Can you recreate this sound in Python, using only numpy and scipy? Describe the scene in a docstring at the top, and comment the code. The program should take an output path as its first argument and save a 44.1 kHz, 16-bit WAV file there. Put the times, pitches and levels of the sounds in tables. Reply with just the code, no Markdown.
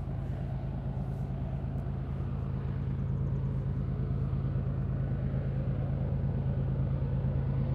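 """Diesel freight locomotives at full throttle climb slowly nearer through a dry valley, far from the microphone.
From the start, uneven firings give clean low orders under a broad exhaust roar of noise bands with two echoes,
a wavering sine makes a thin whine, and close by noise gusts rustle in dry grass.
From 1.4 s stalks tick as short clicks; from 1.5 s the first echo gap in the roar climbs.
Around 3 s a small bird trills in gliding sines; two faint high chips follow near 6 and 7 s."""
import sys
import numpy as np
from scipy import signal
from scipy.fft import rfft, irfft, next_fast_len
from scipy.io import wavfile
from scipy.ndimage import uniform_filter1d

SR = 44100
rng = np.random.default_rng(int(sys.argv[2]) if len(sys.argv) > 2 else 0)


def wrap_up_sound(samples):
    """Save the sound to the file named by the first command line argument, as 16-bit audio."""
    columns = np.atleast_2d(samples).T
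    # keep every value between -1 and 1, then stretch to whole-number steps
    tamed = np.clip(columns, -1, 1)
    steps = np.round(tamed * 32767).astype(np.int16)
    wavfile.write(sys.argv[1], SR, steps)


N = 341334
T = np.arange(N) / SR
CYCLE_HZ = 8.9259  # four-stroke cycles a second as they arrive


def undb(db):
    """Decibels to gain."""
    return 10 ** (np.asarray(db) / 20)


def columns(table):
    """Every column after the first, drawn out along the time axis."""
    times, *rest = np.transpose(table)
    return [np.interp(T, times, column) for column in rest]


def walk(rate_hz):
    """Random levels held 1 / rate_hz seconds and slewed twice; spread near 1."""
    steps = 16
    held = np.repeat(rng.standard_normal(int(N / SR * rate_hz) + 2), steps)
    slewed = uniform_filter1d(uniform_filter1d(held, size=steps), size=steps)
    return np.interp(T * rate_hz * steps, np.arange(len(held)), slewed) * 4 / 3


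def bump(middle_s, before_s, after_s):
    """A smooth swell from 0 to 1 at middle_s and back."""
    distance = np.where(T < middle_s, (middle_s - T) / before_s, (T - middle_s) / after_s)
    return np.cos(np.pi / 2 * np.clip(distance, 0, 1)) ** 2


def noise_bands(colour, count):
    """Overlapping bands, count an octave, of one coloured noise, as (centre Hz, sound); together they have rms 1."""
    size = next_fast_len(N)
    octave = np.log2(np.maximum(np.arange(size // 2 + 1), 1) * SR / size)
    hz, db = np.transpose(colour)
    tint = undb(np.interp(octave, np.log2(hz), db, left=-90, right=-90))
    spectrum = rfft(rng.standard_normal(size)) * tint
    spectrum /= np.std(irfft(spectrum, size))
    for centre in np.arange(np.log2(hz[0]), np.log2(hz[-1]) + 1 / count, 1 / count):
        window = np.clip(1 - abs(octave - centre) * count, 0, 1)
        yield 2 ** centre, irfft(spectrum * window, size)[:N]


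# twelve cylinders, two banks of six: place of the puff in the cycle/0-1, level/dB
CYLINDER_PUFFS = [(.0852, -3), (.1314, .4), (.2471, 1.9), (.3013, -2.9), (.415, -3.5), (.4612, -3.7),
                  (.5825, 3.8), (.6275, -7.5), (.7468, 2.6), (.7924, 2.4), (.9217, 5.5), (.965, 3.9)]
# resonances that shape the balance and timing of the engine orders: f/Hz, width/Hz, level/dB, sign
ORDER_RESONANCES = [(35, 74.3, -32.6, 1), (79.6, 19.4, -11.6, -1), (131.4, 8, -6.8, 1),
                    (169.7, 8, -18.8, 1), (191.3, 14.8, -23.1, -1), (234.4, 8, -28.7, -1)]
BASS_CUT_HZ = 45  # the engine sound thins out below this


def order(k):
    """Size and timing of multiple k of the cycle: all twelve puffs summed, then shaped by the resonances."""
    place, strength_db = np.transpose(CYLINDER_PUFFS)
    hz = k * CYCLE_HZ
    puffs = undb(strength_db) @ np.exp(-2j * np.pi * k * place)
    shape = 0
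    for f, width, db, sign in ORDER_RESONANCES:
        damping = 1j * hz * width
        shape = shape + sign * undb(db) * damping / (f * f - hz * hz + damping)
    low = 1j * hz / BASS_CUT_HZ
    bass_cut = low ** 2 / (1 + np.sqrt(2) * low + low ** 2)
    return puffs * shape * bass_cut


# the train draws nearer, drive of order 15 ahead of the resonances: t/s, level/dB
APPROACH_LEVEL = [(0, -39.5), (1.1, -37.5), (1.6, -38), (2.05, -38), (2.5, -36.5), (2.9, -35), (4.2, -34.5),
                  (4.7, -34.5), (5.6, -35), (6.4, -34.5), (7.74, -33.5)]
# single orders fade or swell for a while: middle t/s, time each way/s, level/dB
ORDER_FADES = [(1.1, .8, -7), (1.3, 1.3, -7.5), (2.6, 0.85, -2), (1.9, 1.9, 4.5), (5.4, 0.43, -6),
               (7.3, 1, 8), (2.5, 0.83, -6.5), (7.5, 1.1, -8), (0.79, 1.4, 1), (2.7, 1.1, -4.5)]
# the multiple of the cycle that each row of fades acts on: order
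FADED_ORDERS = (9, 11, 6, 8, 11, 8, 13, 13, 16, 14)
ORDERS_HEARD = range(3, 31)
OPEN_DB = -33  # drive of order 15 at which all orders keep the balance set by puffs and resonances
FULL_RISE_ORDER, RISE_POWER = 14, 0.97  # orders below this one gain less as the train comes out into the open
WAVER_DB = .5  # how much order 15 wavers


def engine(cycle, waver_rad=0.055):
    """Twelve uneven firings a cycle sound as steady orders that grow as the train nears."""
    near_db, = columns(APPROACH_LEVEL)
    out = 0
    for k in ORDERS_HEARD:
        rise_share = min(k / FULL_RISE_ORDER, 1) ** RISE_POWER
        level_db = OPEN_DB + (near_db - OPEN_DB) * rise_share
        for faded, (middle_s, each_way_s, db) in zip(FADED_ORDERS, ORDER_FADES):
            if faded == k:
                level_db = level_db + db * bump(middle_s, each_way_s, each_way_s)
        # air on the long path makes each order waver, the higher ones more
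        level_db = level_db + WAVER_DB * k / 15 * walk(2.984)
        phase = 2 * np.pi * k * cycle + waver_rad * k / 15 * walk(4.4)
        source = order(k)
        out = out + np.sqrt(2) * undb(level_db) * abs(source) * np.cos(phase + np.angle(source))
    return out


# moves of the roar: t/s, level/dB re its steady rise, then re that level: treble/dB and
# the bands near 1200, 1800, 720 and 540 Hz/dB; strength of first and second echo/0-1
ROAR_MOVES = [(0, -1.8, -0.5, 1.5, -3, 0.5, -2, 0.48, 0.36), (.2, -.5, -2, 1, -1, -0.5, 2, 0.74, .34),
              (.38, -0.1, 1.5, 1.5, 2, 2, 0.5, 0.54, .35), (.52, 0.4, -.5, 1, -2, 4, -6, .6, .36),
              (.7, -0.5, -1, 0.5, -0.5, 2, -3.5, 0.46, .37), (1.1, -0.9, -2.5, 1, -2, 1, 2.5, 0.51, 0.37),
              (1.4, -0.43, -1, 0, -1.5, 2, -2, 0.59, 0.37), (1.8, -0.3, -3.5, 2, -1, 0, -1.1, 0.42, 0.31),
              (2.2, -0.6, -0.5, 4, -0.5, 0.5, 0.5, 0.2, .25), (2.5, -1.5, -1, 3.5, -2, 0, -3, 0.42, 0.21),
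              (2.68, -1.2, 2.5, 2, -1, 0.5, -1, .3, 0.24), (2.87, -1.2, 1.5, -1, -1, 1, -1.5, 0.3, 0.26),
              (3.05, -1.4, -4, 1.5, 1.5, -0.5, 0, .22, .23), (3.6, -1.5, -3, 1, -1, 0, -2.5, .33, .23),
              (4.0, -2.5, -2, 3.5, 0, 3.5, -3, 0.43, .15), (4.45, -1.3, -2, 2, -1, 2, -3, 0.47, .11),
              (4.9, -1.5, -5, 4, 1.5, 0.5, -1, 0.3, .12), (5.3, -0.63, -1.5, 0.5, 3, -1, 1.6, 0.49, .16),
              (6, -0.3, -3, -2, -1.5, -1, 1, 0.39, 0.34), (6.8, 0.1, -4, 0.5, -2.5, -4, 1.5, 0.27, .38),
              (7.74, 1.1, -3, -2, -1, -6, 1.5, .27, 0.26)]
# the top of the roar, near 4500 Hz, swells on its own: t/s, level/dB
ROAR_TOP_SWELL = [(0, 0), (.3, -1), (.8, 1.5), (1.4, -1.5), (1.85, 2), (2.15, -3.5), (2.5, 2), (2.8, -1),
                  (3.2, 1.5), (3.6, 0.5), (3.9, 3.5), (4.4, 2), (4.9, 1), (5.4, 0), (6, 0), (6.8, 0.5),
                  (7.3, -1.5), (7.74, 3)]
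# bands that swell on their own, the top one last: f/Hz, width/octaves
SWELLING_BANDS = [(1230, 0.17), (1780, 0.21), (710, 0.16), (546, 0.12), (4500, .2)]
# colour of the roar: f/Hz, level/dB per Hz
ROAR_COLOUR = [(25, -25), (45, -10.5), (70, 2.5), (130, 1.5), (170, 0), (230, 0), (310, -6.5), (520, -8.5),
               (800, -14.5), (1100, -19), (1300, -19.5), (1600, -24.5), (2200, -28), (3000, -32),
               (3800, -37), (4500, -41), (5000, -47), (5500, -55), (7000, -74.5)]
ROAR_DB, ROAR_RISE_DB_S = -43, 0.4  # level at the start ahead of moves and echoes, and its rise
# first gap, cut by the ground echo; it climbs once the train rounds the bend
GAP_HZ, GAP_RISE_HZ_S, GAP_STARTS_S = 488, 124, 1.52
# a second echo, whose gap sinks to a floor
SECOND_GAP_HZ, SECOND_FALL_HZ_S, SECOND_STARTS_S, SECOND_LOW_HZ = 1200, 164, 0.62, 412


def roar(cycle, flicker_db=1.74, puff=0.083, treble_hz=1720.0, mirror_hz=253.0, reach=1.4,
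         second_reach=1.3, second_floor=0.39, surge_db=0.6, calm_hz=1500.):
    """Exhaust gas and fans, pulsing a little with the firings, heard directly and again off ground and slope."""
    swell_db, treble_db, *bands_db, strength, second_strength = columns(ROAR_MOVES)
    bands_db = bands_db + columns(ROAR_TOP_SWELL)
    gap_hz = GAP_HZ + GAP_RISE_HZ_S * np.maximum(T - GAP_STARTS_S, 0)
    second_fall_hz = SECOND_FALL_HZ_S * np.maximum(T - SECOND_STARTS_S, 0)
    second_hz = np.maximum(SECOND_GAP_HZ - second_fall_hz, SECOND_LOW_HZ)
    treble_db = treble_db + surge_db * walk(7.0)  # the whole treble surges together
    direct, ground, slope = 0, 0, 0
    for hz, band in noise_bands(ROAR_COLOUR, count=8):
        band_db = treble_db / (1 + (treble_hz / hz) ** 4)
        # each band flickers by itself, less above calm_hz
        band_db = band_db + flicker_db * walk(4.0) * min(calm_hz / hz, 1) ** .5
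        for db, (f, width) in zip(bands_db, SWELLING_BANDS):
            band_db = band_db + db * np.exp(-.5 * (np.log2(hz / f) / width) ** 2)
        band = undb(band_db) * band
        direct = direct + band
        # only the middle of the spectrum is mirrored; higher up turbulence blurs the echoes
        mirrored = band / (1 + (mirror_hz / hz) ** 4)
        ground = ground + mirrored / (1 + (hz / (reach * gap_hz)) ** 6)
        slope_top = 1 + (hz / (second_reach * second_hz)) ** 6
        slope_bottom = 1 + (second_floor * second_hz / hz) ** 6
        slope = slope + mirrored / slope_top / slope_bottom
    # grazing echoes are inverted: each cuts a gap where its lag is one period and lifts the bands on either side
    echo = np.clip(strength, 0, 1) * np.interp(T - 1 / gap_hz, T, ground)
    echo = echo + np.clip(second_strength, 0, 1) * np.interp(T - 1 / second_hz, T, slope)
    pulsing = 1 + puff * (np.cos(2 * np.pi * 3 * cycle) + np.cos(2 * np.pi * 6 * cycle))
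    return undb(ROAR_DB + ROAR_RISE_DB_S * T + swell_db) * pulsing * (direct - echo)


# level of the whine ahead of its flicker: t/s, level/dB
WHINE_LEVEL = [(0, -77), (.5, -70.5), (1.2, -80), (1.6, -74), (1.9, -75), (2.35, -74), (2.65, -68),
               (3.1, -81), (3.35, -68.5), (3.6, -76), (4.1, -67), (5.65, -66.5), (6.2, -71.5), (6.6, -70),
               (7.0, -68.5), (7.74, -72)]
WHINE_HZ = 1482.5


def whine(flicker_db=2.5, waver_hz=2.5):
    """A thin gear or blower tone, one sine with wavering pitch, that comes and goes."""
    hz = WHINE_HZ + waver_hz * walk(3.0)
    level_db = columns(WHINE_LEVEL)[0] + flicker_db * walk(8.0)
    return np.sqrt(2) * undb(level_db) * np.sin(2 * np.pi * np.cumsum(hz) / SR)


# gusts in the grass, ahead of gain and tilt: loudest t/s, length/s, peak level/dB
GRASS_GUSTS = [(.01, .2, -84), (0.34, .36, -81.5), (.5, .1, -84.5), (1.06, .24, -80.5), (1.175, .19, -74.5),
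               (1.27, .14, -83.5), (1.542, .25, -85.5), (1.81, 0.051, -83), (2.18, 0.3, -84),
               (2.42, .16, -85), (3.585, 0.18, -84), (3.763, 0.23, -87.5), (4.23, 0.22, -86),
               (4.83, .08, -88), (5.55, .3, -92)]
# colour of the rustle: f/Hz, level/dB per Hz
RUSTLE_COLOUR = [(2500, -15.5), (4000, 6), (6000, 3), (7500, 1.5), (9500, -0.5), (12000, -1), (13500, -8),
                 (15500, -11.5)]
# snapping stalks: t/s, peak level/dB
STALK_TICKS = [(1.445, -62), (1.7843, -41), (1.7965, -55), (1.7997, -45), (1.8007, -54), (1.802, -51),
               (1.804, -59), (2.85, -60), (3.44, -66), (3.499, -60), (3.57, -66), (4.245, -67),
               (4.309, -60)]
GUST_RISE = .55  # share of a gust spent swelling
# ahead of the gain: rustle between the gusts, how it dies down, and the even hiss that stays
GRASS_DB, GRASS_SETTLES_DB_S, AIR_DB = -87, -1.5, -88.7


def grass(gain_db=3.5, top_hz=12000., brighten=.55, flicker_db=2.1, tick_s=0.00019, rattle=0.3, heel=.3):
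    """Dry stalks rustle as flickering noise in short gusts and now and then one snaps."""
    power = undb(GRASS_DB + GRASS_SETTLES_DB_S * T) ** 2
    for loudest_s, length_s, db in GRASS_GUSTS:
        gust = bump(loudest_s, GUST_RISE * length_s, (1 - GUST_RISE) * length_s)
        power = power + undb(db) ** 2 * gust
    total_power = power + undb(AIR_DB) ** 2
    stirring = power / total_power  # only the stalks flicker
    level_db = 10 * np.log10(total_power)
    out = 0
    for hz, band in noise_bands(RUSTLE_COLOUR, count=3):
        # the rustle's top is set brighter when it is louder
        tilt_db = brighten * (level_db - level_db.mean()) / (1 + (top_hz / hz) ** 8)
        band_db = level_db + gain_db + tilt_db + flicker_db * stirring * walk(24.0)
        out = out + undb(band_db) * band
    tail = np.exp(-T[:256] / tick_s)
    cracks = rng.standard_normal((len(STALK_TICKS), 256))
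    for (tick_at_s, db), crack in zip(STALK_TICKS, cracks):
        # a sharp break, then a brief rattle
        snap = rattle * crack * tail
        snap[:2] = -1, -heel
        first = int(tick_at_s * SR)
        out[first:first + 256] += undb(db) * snap
    return out


# notes of the bird: middle t/s, peak level/dB, length/s, top f/Hz
BIRD_NOTES = [(2.685, -79, .031, 7540), (2.822, -79, .034, 7400), (2.907, -83, .03, 7500),
              (2.999, -74, 0.03, 7160), (3.091, -75, .032, 7360), (3.179, -76, .034, 7450),
              (3.273, -71.5, 0.03, 7300), (3.364, -71.5, .032, 7400), (3.458, -73.5, .032, 7500),
              (5.868, -78, 0.01, 10600), (6.93, -79.5, .01, 10200)]
BIRD_FALL, BIRD_PICKUP = 0.64, .86  # shares of the top: notes fall to the one; the first note rises from the other
BIRD_BEND = 1.6  # the glide steepens towards its end


def bird():
    """One rising note, a trill of quick falling whistles, later two faint high chips, all gliding sines."""
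    out = np.zeros(N)
    for i, (middle_s, db, length_s, top_hz) in enumerate(BIRD_NOTES):
        start, end = (1, BIRD_FALL) if i else (BIRD_PICKUP, 1)
        n = int(length_s * SR)
        hz = top_hz * (start + (end - start) * np.linspace(0, 1, n) ** BIRD_BEND)
        whistle = np.sin(2 * np.pi * np.cumsum(hz) / SR)
        first = int(middle_s * SR) - n // 2
        out[first:first + n] += undb(db) * np.hanning(n) ** 1.1 * whistle
    return out


def scene():
    """The train far off, grass and bird near."""
    cycle = CYCLE_HZ * T
    train = engine(cycle) + roar(cycle) + whine()
    return (train + grass() + bird())[None]


TOP_HZ = 15700


def record(dry):
    """The recorder cuts the top steeply, filtering forwards and backwards so that no phase shifts."""
    top_cut = signal.ellip(8, .1, 40, TOP_HZ, fs=SR, output="sos")
    return signal.sosfiltfilt(top_cut, dry)


dry = scene()
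out = record(dry)
wrap_up_sound(out)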